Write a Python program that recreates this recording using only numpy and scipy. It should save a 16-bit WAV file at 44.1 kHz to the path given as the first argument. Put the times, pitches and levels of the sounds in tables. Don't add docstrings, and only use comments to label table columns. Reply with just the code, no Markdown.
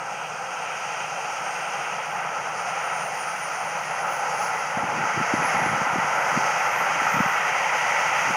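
import sys
import numpy as np
from scipy import signal
from scipy.fft import rfft, irfft, next_fast_len
from scipy.io import wavfile

SR = 44100
rng = np.random.default_rng(int(sys.argv[2]) if len(sys.argv) > 2 else 0)


def generate_wav(sig):
    pcm = np.round(np.clip(np.atleast_2d(sig).T, -1, 1) * 32767).astype(np.int16)
    wavfile.write(sys.argv[1], SR, pcm)


N = 368676


def from_db(db):
    return 10 ** (np.asarray(db) / 20)


def unit_rms(x):
    return x / np.sqrt(np.mean(x ** 2) + 1e-20)


def deviation(curve):
    return curve - curve.mean()


def in_time(rows):
    times, *columns = np.transpose(rows)
    return [np.interp(np.arange(N) / SR, times, column) for column in columns]


def noise(gain_at):
    size = next_fast_len(N, True)
    hz = np.maximum(np.arange(size // 2 + 1) * SR / size, 1e-3)
    spectrum = rfft(rng.standard_normal(size)) * gain_at(hz)
    return unit_rms(irfft(spectrum, size)[:N])


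def drift(rate_hz):
    return noise(lambda hz: 1 / (1 + (hz / rate_hz) ** 4))


def flutter(depth_db, rate_hz):
    return from_db(depth_db * drift(rate_hz))


def turbulence(spectrum):
    points_hz, db = np.transpose(spectrum)
    return noise(lambda hz: from_db(np.interp(np.log(hz), np.log(points_hz), db)))


def resonances(modes):
    def gain_at(hz):
        power = 0
        for centre, width, db in modes:
            detuning = (hz - centre ** 2 / hz) / (2 * width)
            power += (from_db(db) / (1 + 2 * detuning ** 2)) ** 2
        return np.sqrt(power)
    return noise(gain_at)


def open_field(level_db=-78):
    # (frequency [Hz], level [dB])
    spectrum = [(20, -4), (50, -29), (90, -6), (300, 20), (1000, 12), (4000, -18)]
    return from_db(level_db) * turbulence(spectrum)


def wind(eddy_db=-0.5, thump_db=2.0, rise_cycles=0.352, decay_cycles=0.4, low_cut_hz=95):
    # (time [s], level [dB])
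    breeze = [(4.5, -80), (4.72, -72), (4.78, -41), (5.0, -37), (5.11, -55), (5.18, -31), (5.27, -55),
              (5.37, -33), (5.5, -50), (5.67, -36), (6.12, -52.5), (6.39, -39), (6.55, -56), (7.2, -42),
              (7.36, -70), (8.18, -58), (8.29, -39.5), (8.36, -48)]
    # (frequency [Hz], level [dB])
    eddies = [(20, -26), (50, -19), (90, -8), (140, 2.5), (250, -1.5), (400, -5.5), (700, -37), (2000, -70)]
    # (time [s], relative peak level [dB], frequency [Hz])
    thumps = [(4.774, -23.5, 208), (4.833, -31, 195), (5.179, -20, 272), (5.213, -21, 213),
              (5.340, -13, 260), (5.403, -29, 148.6), (5.548, -26, 200), (5.564, -26, 177),
              (5.621, -25, 173), (5.718, -26, 158), (5.817, -22, 192), (5.960, -20, 296),
              (5.986, -21.5, 190), (6.376, -19, 240), (7.02, -27, 273), (7.145, -25, 180), (7.17, -24, 195),
              (7.206, -13.5, 206), (7.262, -26, 172), (8.308, -27, 231.4)]
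    breeze_level, = in_time(breeze)
    pressure = from_db(eddy_db + breeze_level) * turbulence(eddies) * flutter(depth_db=4.5, rate_hz=53)
    for (time, db, hz), start_turn in zip(thumps, rng.random(len(thumps))):
        span = np.arange(max(int((time - .03) * SR), 0), min(int((time + .05) * SR), N))
        age_cycles = (span / SR - time) * hz
        envelope = 1 / np.cosh(age_cycles / np.where(age_cycles < 0, rise_cycles, decay_cycles))
        turns = start_turn + np.cumsum(hz * (1 - 0.436 * np.tanh(age_cycles / 2))) / SR
        pressure[span] += from_db(db + thump_db) * envelope * np.sin(2 * np.pi * turns)
    return signal.sosfilt(signal.butter(2, low_cut_hz, "high", fs=SR, output="sos"), pressure)


def intake(whine_hz, hiss_db=-3.0, sizzle_db=-53.5, sizzle_share=0.67, sizzle_db_per_octave=6.5):
    # (time [s], level [dB])
    transmission = [(0.0, -44), (1.07, -39.5), (1.83, -40), (2.3, -43), (2.6, -39.6), (3.6, -39.5),
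                    (4.1, -40.0), (4.4, -36.5), (4.8, -40.5), (5.53, -35.5), (5.93, -38), (6.23, -37.4),
                    (6.4, -34), (6.83, -37.5), (7.03, -35.8), (7.33, -38), (7.93, -35.1), (8.33, -35)]
    # (frequency [Hz], level [dB])
    hiss_spectrum = [(3000, -44), (3900, -16), (4400, -11), (4700, -2), (5200, -2.5), (5800, 2),
                     (6300, 3.5), (6750, -0.5), (7150, -7), (7750, -19), (8700, -23), (11000, -42)]
    sizzle_spectrum = [(7000, -25), (8200, -4.5), (8800, 0), (9800, 0.5), (10700, -4), (11600, -5),
                       (12400, -29), (13400, -25), (14300, -10), (15700, -12)]
    level, = in_time(transmission)
    hiss = from_db(hiss_db + level) * turbulence(hiss_spectrum) * flutter(depth_db=0.8, rate_hz=12)
    shaft_octaves = deviation(np.log2(whine_hz))
    sizzle_level = sizzle_db + sizzle_share * deviation(level) + sizzle_db_per_octave * shaft_octaves
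    sizzle = from_db(sizzle_level) * turbulence(sizzle_spectrum) * flutter(depth_db=0.7, rate_hz=19)
    return hiss + sizzle


def spool_up(start_hz=7910, slow_hz_per_s=443, fast_hz_per_s=738, faster_at_s=3.95, ease_s=.4):
    t = np.arange(N) / SR
    time_fast = ease_s * np.logaddexp(0, (t - faster_at_s) / ease_s)
    return start_hz + slow_hz_per_s * t + (fast_hz_per_s - slow_hz_per_s) * time_fast


def blade_tone(pitch_hz, level_db, halo_db, flare_db, scatter=0.5, wobble_hz=5, halo_hz=60, flare_hz=700):
    def sidebands(hz):
        halo = from_db(halo_db) / (1 + (hz / halo_hz) ** 4) / np.sqrt(halo_hz)
        flare = from_db(flare_db) / (1 + (hz / flare_hz) ** 2) / np.sqrt(flare_hz)
        return halo + flare
    phase = 2 * np.pi * np.cumsum(pitch_hz + wobble_hz * drift(7.3)) / SR
    haze = np.hypot(from_db(halo_db), from_db(flare_db)) * (noise(sidebands) + 1j * noise(sidebands))
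    rays = 1 + scatter * (drift(9.7) + 1j * drift(11)) + haze
    return from_db(level_db) * unit_rms(np.real(rays * np.exp(1j * phase)))


def compressor(whine_hz, upper_ratio=1.5, upper_db=-71.0, upper_share=0.57, side_ratio=1.068, side_db=1):
    # (time [s], level [dB])
    whine_curve = [(1.1, -73), (1.53, -57), (2.4, -62), (2.6, -53.5), (3.42, -45.5), (3.87, -55),
                   (4.13, -45), (4.27, -58), (4.43, -43), (4.95, -66), (5.3, -57), (5.48, -48), (6.5, -65),
                   (6.8, -50), (6.97, -69), (7.12, -51), (7.63, -65), (8.33, -62)]
    # (time [s], level [dB])
    side_curve = [(0, -61), (1.6, -55.5), (2.2, -63), (4.4, -68), (5, -90)]
    whine_level, = in_time(whine_curve)
    side_level, = in_time(side_curve)
    upper_level = upper_db + upper_share * deviation(whine_level)
    whine = blade_tone(whine_hz, whine_level, halo_db=-18, flare_db=-9.5)
    upper = blade_tone(upper_ratio * whine_hz, upper_level, halo_db=-13, flare_db=-12)
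    side = blade_tone(side_ratio * whine_hz, side_db + side_level, halo_db=4, flare_db=6)
    return whine + upper * flutter(depth_db=3, rate_hz=2.8) + side


def warming(pipe_sound, rise):
    speed = 1 + rise * np.linspace(-.5, .5, N)
    return np.interp(np.cumsum(speed), np.arange(N), pipe_sound)


def exhaust(rumble_db=-49.0, rumble_share=0.47, lower_db=0.07, jet_db=-0.07, rasp_db=-0.2):
    # (time [s], lower roar level [dB], upper roar level [dB])
    roar_curves = [(0.0, -34.5, -36), (2.43, -31.5, -33), (3.0, -31.3, -32.5), (3.07, -32, -35),
                   (3.4, -33.5, -33.2), (3.97, -29, -32), (4.47, -28.5, -30.8), (4.67, -29.7, -31.5),
                   (4.9, -27, -31.5), (5.1, -29, -28.2), (5.53, -26.5, -28.3), (5.83, -28.0, -27.5),
                   (6.33, -25.5, -26), (6.57, -27.5, -28.7), (7.1, -26.2, -25), (7.43, -27, -27),
                   (7.53, -26.5, -29.5), (8.33, -27, -28.0)]
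    # (time [s], jet level [dB], rasp level [dB])
    jet_curves = [(0.0, -43.7, -44.5), (0.23, -46, -38.5), (0.4, -44.1, -42.5), (0.6, -42.5, -38),
                  (1.0, -40, -36.9), (1.23, -43, -39.2), (1.53, -38.7, -38), (1.87, -39.5, -36.5),
                  (2.17, -39.2, -40.5), (2.53, -40, -40.5), (2.87, -36, -37), (3.13, -39, -40),
                  (4.9, -35.5, -39.1), (5.53, -29.5, -35), (5.97, -32.4, -37.5), (6.3, -31, -35.5),
                  (8.2, -27.5, -32), (8.33, -30.5, -31)]
    # (centre frequency [Hz], width [Hz], level [dB])
    rumble_modes = [(161, 50, 1), (319, 44, -9.5)]
    lower_modes = [(549, 157, -7.5), (751, 132, -3), (844.5, 117, 0), (1002, 163, -6.5)]
    upper_modes = [(1332, 200, 1), (1540, 105, -5)]
    jet_modes = [(1790, 230, -7.5), (1964, 153, -1), (2195, 163, -4)]
    rasp_modes = [(2465, 310, 1.5), (2743, 270, -1), (3125, 190, -6.5)]
    lower_level, upper_level = in_time(roar_curves)
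    jet_level, rasp_level = in_time(jet_curves)
    rumble = from_db(rumble_db + rumble_share * deviation(lower_level)) * resonances(rumble_modes)
    lower = from_db(lower_db + lower_level) * warming(resonances(lower_modes), rise=.07)
    upper = from_db(upper_level) * resonances(upper_modes)
    jet = from_db(jet_db + jet_level) * resonances(jet_modes)
    rasp = from_db(rasp_db + rasp_level) * resonances(rasp_modes)
    roar = (lower + upper) * flutter(depth_db=0.65, rate_hz=14)
    rush = (jet + rasp) * flutter(depth_db=0.73, rate_hz=30)
    return rumble + roar + rush


def scene():
    whine_hz = spool_up()
    return (open_field() + exhaust() + intake(whine_hz) + compressor(whine_hz) + wind())[None]


def record(dry, cutoff_hz=15800):
    return signal.sosfilt(signal.ellip(12, .1, 90, cutoff_hz, fs=SR, output="sos"), dry)


dry = scene()
out = record(dry)
generate_wav(out)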